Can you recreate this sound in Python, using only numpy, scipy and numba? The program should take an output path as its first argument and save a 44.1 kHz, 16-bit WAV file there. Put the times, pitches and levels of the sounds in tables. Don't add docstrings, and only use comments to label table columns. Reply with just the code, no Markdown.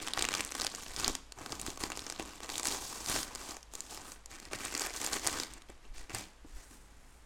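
import sys
import numpy as np
from scipy import signal
from scipy.fft import rfft, irfft
from scipy.io import wavfile
from scipy.ndimage import uniform_filter1d
from numba import njit

SR = 44100
rng = np.random.default_rng(int(sys.argv[2]) if len(sys.argv) > 2 else 0)


def pcm_store(signal):
    levels = np.round(np.clip(np.atleast_2d(signal), -1, 1) * 32767)
    wavfile.write(sys.argv[1], SR, levels.astype(np.int16).T)


N = 319989
TIME = np.arange(N) / SR

# time_s, slide_share (smooth sliding against crumpling, 0-1),
# tilt_db (treble raised and the rest lowered by this), panel_hz (mean resonance of the flexing panel)
SURFACE_MOTION = [(0, 0.17, -2.5, 1910), (.6, 0, 2.5, 1410), (1.1, 0.31, -1, 1520), (1.4, 0.52, 3, 880),
                  (2.3, 0.27, -1, 1060), (2.65, 0.47, 3, 815), (2.95, 1, 3.5, 1050),
                  (3.17, 0.8, -0.5, 1530), (3.45, 0.58, 2.5, 1080), (3.95, 0.5, 1.5, 840),
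                  (4.4, 0.4, 0.5, 1820), (5.15, 0.35, 3, 1870), (5.4, 0.85, 0, 1500),
                  (5.7, 0.12, -1.5, 2000), (6.15, 0.67, 0, 2200), (6.75, 0.84, 4.5, 1810),
                  (7.26, 0.9, 12, 2230)]
# frequency_hz, relative_level_db
SHEET_SPECTRUM = [(160, -18.5), (270, 3), (400, 1), (560, 1), (760, 2), (1050, 1.5), (1350, -1.5),
                  (2000, -2.5), (2600, -6), (3600, -16.5)]


def effort():
    # start_s, length_s, crackle_db, flexing_db, flapping_db
    # the bag's mouth is pulled open; a hand reaches inside from 1.35 s; the sack is worked out from 2.48 s;
    # the bag is drawn off and swept away from 4.29 s; the sack is set down and turned from 5.67 s
    moves = [ (-.02, 0.11, -46.5, -44.5, -54), (0.139, .1, -41.5, -40, -49), (0.284, 0.13, -41.5, -42, -51),
             (0.444, 0.11, -49.5, -51, -64), (.54, 0.12, -43.5, -45, -53), (0.683, 0.27, -48, -50.5, -58),
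             (0.953, 0.15, -41, -42.5, -48), (1.353, 0.16, -54.5, -51, -53.5),
             (1.484, 0.062, -48, -47, -49.5), (1.574, 0.068, -51, -49, -51),
             (1.645, 0.054, -44.5, -47.5, -52.5), (1.788, 0.055, -42.5, -43.5, -48.5),
             (1.87, 0.5, -49.5, -50, -56.5), (2.177, 0.033, -50.5, -45, -51), (2.255, 0.065, -59, -53, -66),
             (2.411, 0.023, -47.5, -43, -54), (2.479, 0.11, -44, -46, -55.5),
             (2.628, 0.12, -37, -39.5, -50), (2.768, 0.28, -43.5, -47, -55.5), (3.06, .13, -36, -40.5, -46),
             (3.215, 0.15, -54.5, -50.5, -59), (3.362, 0.11, -48.5, -49, -61),
             (3.464, 0.049, -46, -46.5, -62), (3.702, 0.2, -54.5, -56, -64),
             (3.886, 0.067, -47, -49.5, -59), (3.956, 0.17, -55, -52, -60.5),
             (4.287, 0.068, -52.5, -53.5, -61), (4.389, 0.084, -58.5, -56.5, -59),
             (4.504, 0.055, -46, -44, -50), (4.581, 0.099, -44.5, -44, -55),
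             (4.7, 0.074, -44, -42.5, -56.5), (4.787, 0.07, -39, -40, -57),
             (4.912, 0.12, -43.5, -48.5, -60), (4.997, 0.067, -39, -38, -55), (5.102, 0.056, -37, -38, -49),
             (5.206, .21, -40.5, -41, -50), (5.479, 0.09, -58.5, -55.5, -60), (5.674, 0.017, -60, -61, -60),
             (5.819, 0.025, -65.5, -60, -63.5), (5.933, 0.071, -53.5, -54.5, -66),
             (6.087, 0.021, -53, -47, -54), (6.12, 0.079, -44.5, -44.5, -50), (6.452, 0.088, -65, -68, -67),
             (6.531, 0.11, -59, -59.5, -69), (6.686, 0.058, -60, -62.5, -61), (6.75, 0.44, -70, -69.5, -65)]
    attack_s, ease_db_per_s, release_s = 0.02, -13, 0.04
    build_share = 0.13
    holding_db = -75
    power = np.full((3, N), undb(holding_db) ** 2)
    for start_s, length_s, *levels_db in moves:
        age = np.maximum(TIME - start_s, 0)
        build = np.minimum(age / (attack_s + build_share * length_s), 1)
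        ease = undb(ease_db_per_s * np.minimum(age, length_s))
        settle = np.exp(-np.maximum(age - length_s, 0) / release_s)
        power += np.outer(undb(levels_db), build * ease * settle) ** 2
    return 10 * np.log10(power)


def snaps(rows, cycles=2.2, crack_db=-2, crack_s=0.0011, sheet_s=0.0015, couple=0.3, sheet_trim_db=-2.0):
    crack_spectrum = [(800, -21), (2400, -0.5), (5000, 3), (8000, 3.5), (11000, -6.5), (16000, -20.5)]
    out = np.zeros(N)
    for start_s, snap_db, pitch_hz, sheet_db in rows:
        edge = signal.butter(3, min(.5 * pitch_hz, SR / 4), "high", fs=SR, output="sos")
        crack = unit(signal.sosfilt(edge, colour(burst(crack_s), crack_spectrum)))
        wrinkles = undb(crack_db + couple * np.clip(sheet_db - snap_db + 13.5, -16, 6))
        ring = facet(pitch_hz, cycles, size=1024)
        add(out, start_s, undb(snap_db) * unit(ring + wrinkles * crack))
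        pop = unit(colour(burst(sheet_s), SHEET_SPECTRUM))
        add(out, start_s, undb(sheet_db + sheet_trim_db) * pop)
    return out


def small_snaps(crease_db, until_s=5.6, above_db=25, spread_db=3, low_hz=2400, high_hz=8400, sheet_db=-10,
                count=100):
    slide = curves(SURFACE_MOTION)[0]
    rows = []
    for when, chance, strength, pitch, coupling in rng.random((count, 5)):
        start_s = when * until_s
        i = min(int(start_s * SR), N - 1)
        if chance > slide[i]:
            snap_db = crease_db[i] + above_db + spread_db * (2 * strength - 1)
            pitch_hz = low_hz + pitch * (high_hz - low_hz)
            rows.append((start_s, snap_db, pitch_hz, snap_db + 2 * coupling * sheet_db))
    return rows


def rustle(crease_db, sheet_db, flap_db, grip_db=2.26, grip_s=0.0046, even_s=0.0523, panel_db=-1,
           panel_width=0.38, sheet_trim_db=-1.33):
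    # frequency_hz, relative_level_db
    crease_spectrum = [(1400, -26.5), (2300, -5), (3300, 0), (4700, 1), (5700, 0.5), (7200, 1), (8800, -3),
                       (10200, -9), (11700, -13.5), (13000, -11.5), (16000, -20)]
    flap_spectrum = [(35, 1), (65, -2), (120, -1), (175, 0), (230, 0.5), (330, -8.5), (600, -50)]
    surge_db, surge_s, panel_wander_octaves = 1.82, 0.022, 0.21
    slide, tilt_db, panel_hz = curves(SURFACE_MOTION)
    slide = np.clip(slide, 0, 1)
    grip = uniform_filter1d(rng.standard_normal(N), int(grip_s * SR) + 1)
    grip = undb(grip_db * grip / grip.std())

    def crumple_and_slide(crumple):
        friction = steady(grip * rng.standard_normal(N), even_s)
        return np.sqrt(1 - slide) * steady(crumple, even_s) + np.sqrt(slide) * friction

    fine, broad = (crumple_and_slide(crumple) for crumple in crinkles())
    fine = colour(fine, crease_spectrum)
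    slack = signal.sosfiltfilt(signal.butter(2, 5200, fs=SR, output="sos"), fine)
    taut = fine - slack
    fine = steady(slack * undb(-tilt_db) + taut * undb(tilt_db), even_s)
    panel_hz = np.clip(panel_hz * 2 ** (panel_wander_octaves * wander(surge_s)), 20, SR / 4)
    sheet_db = sheet_db + surge_db * wander(surge_s)
    sheet = colour(broad, SHEET_SPECTRUM)
    panel = resonance(sheet, panel_hz, panel_width)
    sheet = steady(sheet + undb(panel_db) * panel, even_s)
    flap = steady(colour(broad, flap_spectrum), even_s)
    return fine * undb(crease_db) + sheet * undb(sheet_db + sheet_trim_db) + flap * undb(flap_db)


def crinkles(spread_db=5.5, own_db=5.5, cycles=0.99, sheet_decay_s=0.0014, scatter_db=-2, count=8000):
    fine, broad = np.zeros(N), np.zeros(N)
    for when, strength, pitch, coupling in rng.random((count, 4)):
        start_s = when * N / SR
        gain = undb(-spread_db * np.log(max(strength, .02)))
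        scatter = burst(sheet_decay_s, size=256)
        ring = facet(2000 + 12000 * pitch, cycles * (1 + 2 * pitch))
        add(fine, start_s, gain * (ring + undb(scatter_db) * scatter))
        add(broad, start_s, gain * undb(own_db * (2 * coupling - 1)) * scatter)
    return fine, broad


def facet(hz, cycles, size=256):
    t = np.arange(size) / SR
    return unit(np.sin(2 * np.pi * hz * t) * np.exp(-t * hz / cycles))


def burst(decay_s, size=1024):
    return unit(rng.standard_normal(size) * np.exp(-np.arange(size) / SR / decay_s))


def bumps(decay_s=0.011, give_db=-3, trim_db=-3.0):
    # start_s, level_db (energy before the trim)
    blows = [(1.08, -9.5), (1.098, -8.5), (1.683, -9), (1.837, -11), (2.198, -11), (2.217, -18.5),
             (3.086, -22), (3.099, -8.5), (3.492, -18), (5.696, -19.5), (6.142, -19), (6.448, -19.5)]
    thud_spectrum = [(40, 2.5), (110, -2), (280, 1.5), (450, -4.5), (800, -10), (1600, -28), (5000, -40)]  # frequency_hz, relative_level_db
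    out = np.zeros(N)
    for start_s, level_db in blows:
        push = undb(give_db) * burst(decay_s, size=4096)
        push[0] += 1
        add(out, start_s, undb(level_db + trim_db) * unit(colour(push, thud_spectrum)))
    return out


def set_down(start_s=6.138, hz=108, decay_s=0.022, level_db=-39, size=8192):
    out, t = np.zeros(N), np.arange(size) / SR
    add(out, start_s, undb(level_db) * np.sin(2 * np.pi * hz * t) * np.exp(-t / decay_s))
    return out


def swishes(weave_db=-1.5, weave_s=0.006):
    # centre_s, length_s (centre to 1/e), level_db
    strokes = [(3.147, 0.093, -44), (4.093, 0.061, -55.5), (6.72, 0.13, -66.5), (7.132, 0.1, -71.5)]
    nylon_spectrum = [(1000, -17), (2800, -6), (4300, -10), (6500, 2), (8800, 9), (11000, 2), (14000, -4),
                      (16000, -10)]
    stroke = swells(strokes)
    drag = uniform_filter1d(rng.standard_normal(N), int(weave_s * SR) + 1)
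    hiss = colour(rng.standard_normal(N), nylon_spectrum)
    return stroke * undb(weave_db * drag / drag.std()) * hiss


def rumble(level_db=-58, draught_hz=32, drone_hz=52, drone_width=0.17, drone_db=-61.0):
    # centre_s, length_s (centre to 1/e), level_db
    draughts = [(0.927, 0.041, -45), (1.09, 0.088, -48), (1.845, 0.083, -50), (3.12, 0.063, -56),
                (5.962, 0.095, -42.5), (6.566, 0.041, -41)]
    rumble_spectrum = [(10, -2), (24, -1), (37, -11), (70, -24), (100, -21.5), (200, -28), (1000, -25.5),
                       (12000, -44)]
    air = signal.sosfilt(signal.butter(3, draught_hz, fs=SR, output="sos"), rng.standard_normal(N))
    puffs = swells(draughts) * steady(air, 0.18)
    centre = np.full(N, float(drone_hz))
    drone = resonance(rng.standard_normal(N), centre, drone_width)
    drone = steady(resonance(drone, centre, drone_width), 0.28)
    room_noise = colour(rng.standard_normal(N), rumble_spectrum, size=16384)
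    return undb(level_db) * room_noise + undb(drone_db) * drone + puffs


def room(x, table_s=.0026, table_db=-14, build_s=0.00073, size=24000):
    t60_s, treble_t60_s, tail_db = 0.5, 0.31, -16
    t = np.arange(size) / SR
    noise = rng.standard_normal(size)
    low = signal.sosfilt(signal.butter(1, 3500, fs=SR, output="sos"), noise)
    treble = 0.38 * (noise - low)
    tail = low * undb(-60 * t / t60_s) + treble * undb(-60 * t / treble_t60_s)
    response = undb(tail_db) * unit(tail * (1 - np.exp(-(t / build_s) ** 2)))
    response[0] += 1
    response[int(table_s * SR)] += undb(table_db)
    return signal.fftconvolve(x, unit(response))[:N]


def undb(db):
    return 10 ** (np.asarray(db) / 20)


def unit(x):
    return x / np.sqrt(np.sum(x ** 2) + 1e-18)


def curves(table):
    s, *columns = np.transpose(table)
    return [np.interp(TIME, s, c) for c in columns]


def add(out, s, x):
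    i = int(np.clip(s * SR, 0, N - 1))
    out[i:i + len(x)] += x[:N - i]


def swells(rows):
    return sum(undb(db) * np.exp(-((TIME - s) / length) ** 2) for s, length, db in rows)


def colour(x, spectrum, size=2048):
    hz, db = np.transpose(spectrum)
    grid = np.maximum(np.arange(size // 2 + 1) * SR / size, 1)
    level_db = np.interp(np.log(grid), np.log(hz), db, right=db[-1] - 37.0)
    cepstrum = irfft(np.log(undb(level_db)))
    cepstrum[1:size // 2] *= 2
    cepstrum[size // 2 + 1:] = 0
    response = unit(irfft(np.exp(rfft(cepstrum))))
    return signal.fftconvolve(x, response)[:len(x)]


def steady(x, seconds):
    return x / np.sqrt(np.maximum(uniform_filter1d(x ** 2, int(seconds * SR) + 1), 0) + 1e-12)


def wander(seconds):
    span = int(seconds * SR) + 1
    walk = uniform_filter1d(uniform_filter1d(rng.standard_normal(N), span), span)
    return walk / walk.std()


@njit
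def resonance(x, hz, width):
    y, band, low = np.empty(len(x)), 0., 0.
    for i in range(len(x)):
        g = np.tan(np.pi * hz[i] / SR)
        v = (band + g * (x[i] - low)) / (1 + g * (g + width))
        band, low, y[i] = 2 * v - band, low + 2 * g * v, width * v
    return y


def scene():
    # start_s, snap_db (energy), pitch_hz (of the facet), sheet_db (energy of the sheet, before the trim)
    placed_clicks = [(0.0743, -13, 3190, -12.5), (0.0834, -13, 3500, -15), (0.1355, -6.5, 3940, -24),
                     (0.1926, -7.5, 4800, -16), (0.224, -2.5, 6050, -10), (0.2512, -6, 2800, -12),
                     (0.2877, -6, 2620, -9.5), (0.3395, -6.5, 2630, -10), (0.3507, -7, 4860, -11),
                     (0.4068, -6.5, 2580, -13), (0.4492, -12, 8300, -46), (0.5205, -14, 6840, -15.5),
                     (0.551, -12.5, 5120, -13), (0.5988, -11.5, 3920, -27), (0.611, -10, 5200, -19),
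                     (0.6175, -7.5, 4500, -16), (0.647, -9, 5200, -13), (0.6674, -4.5, 4630, -41),
                     (0.7496, -15.5, 7040, -30), (0.9636, -12, 5300, -44), (0.9988, -12.5, 7700, -17),
                     (1.0454, -2.5, 4450, -21), (1.0796, -2, 7140, -8.5), (1.1521, -8.5, 5650, -15.5),
                     (1.322, -19, 4470, -27), (1.4614, -17, 4770, -15.5), (1.5221, -12, 4900, -30),
                     (1.5973, -15.5, 6900, -26), (1.615, -13, 8850, -38), (1.6643, -14, 7550, -16),
                     (1.7742, -20.5, 6600, -18.5), (1.837, -8.5, 4830, -9.5), (1.902, -17.5, 7040, -15),
                     (1.919, -14, 2710, -14), (1.9737, -15.5, 6750, -15.5), (1.993, -14.5, 4020, -37),
                     (2.0663, -16, 5560, -19.5), (2.0998, -11.5, 5000, -18), (2.124, -16.5, 5730, -18.5),
                     (2.1968, -16.5, 2870, -13), (2.4041, -25, 3300, -19), (2.4921, -18, 4650, -17.5),
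                     (2.5003, -13.5, 4500, -21), (2.5561, -12, 3780, -40), (2.5806, -8.5, 7100, -22),
                     (2.597, -11.5, 6600, -13), (2.6315, -11.5, 7300, -18), (2.655, -8, 6440, -11),
                     (2.6709, -5, 7700, -18), (3.0612, -13, 4930, -29), (3.0865, -11, 5920, -33),
                     (3.098, -11, 9900, -36), (3.1619, -12, 5330, -8), (3.2308, -12, 5730, -21),
                     (3.3507, -15, 8100, -22), (3.357, -15.5, 6240, -19), (3.5677, -21, 6540, -21.5),
                     (3.6296, -25, 5600, -40), (3.7373, -21, 7540, -23), (3.753, -14, 7200, -29),
                     (3.8058, -11.5, 7140, -42), (3.9746, -21.5, 5100, -19.5), (4.1197, -19.5, 6250, -28),
                     (4.2595, -20.5, 7300, -33), (4.4002, -23, 7460, -30), (4.453, -22.5, 5030, -35),
                     (4.533, -12.5, 2670, -13), (4.6517, -11, 7900, -40), (4.7506, -9, 5270, -12.5),
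                     (4.7773, -10.5, 7400, -38), (4.796, -9, 7000, -32), (4.819, -9.5, 4850, -17),
                     (4.9055, -19, 2190, -20), (4.9631, -14.5, 6600, -24), (5.064, -7, 7000, -27),
                     (5.1319, -14, 6420, -29), (5.2667, -6.5, 5900, -9.5), (5.2728, -1, 8240, -9.5),
                     (5.3998, -8, 5100, -13.5), (5.4343, -12, 4630, -21), (5.537, -22.5, 8550, -40),
                     (5.62, -30.5, 3800, -31), (5.7003, -31, 7700, -24.5), (6.0964, -24, 2600, -24),
                     (6.148, -10, 8250, -14)]
    crease_db, sheet_db, flap_db = effort()
    sack = swishes() + bumps() + set_down()
    bag = rustle(crease_db, sheet_db, flap_db)
    bag += snaps(placed_clicks) + snaps(small_snaps(crease_db))
    return (room(bag + sack) + rumble())[None]


def record(dry):
    top_hz = 16100
    return signal.sosfilt(signal.ellip(8, .2, 70, top_hz, fs=SR, output="sos"), dry)


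dry = scene()
out = record(dry)
pcm_store(out)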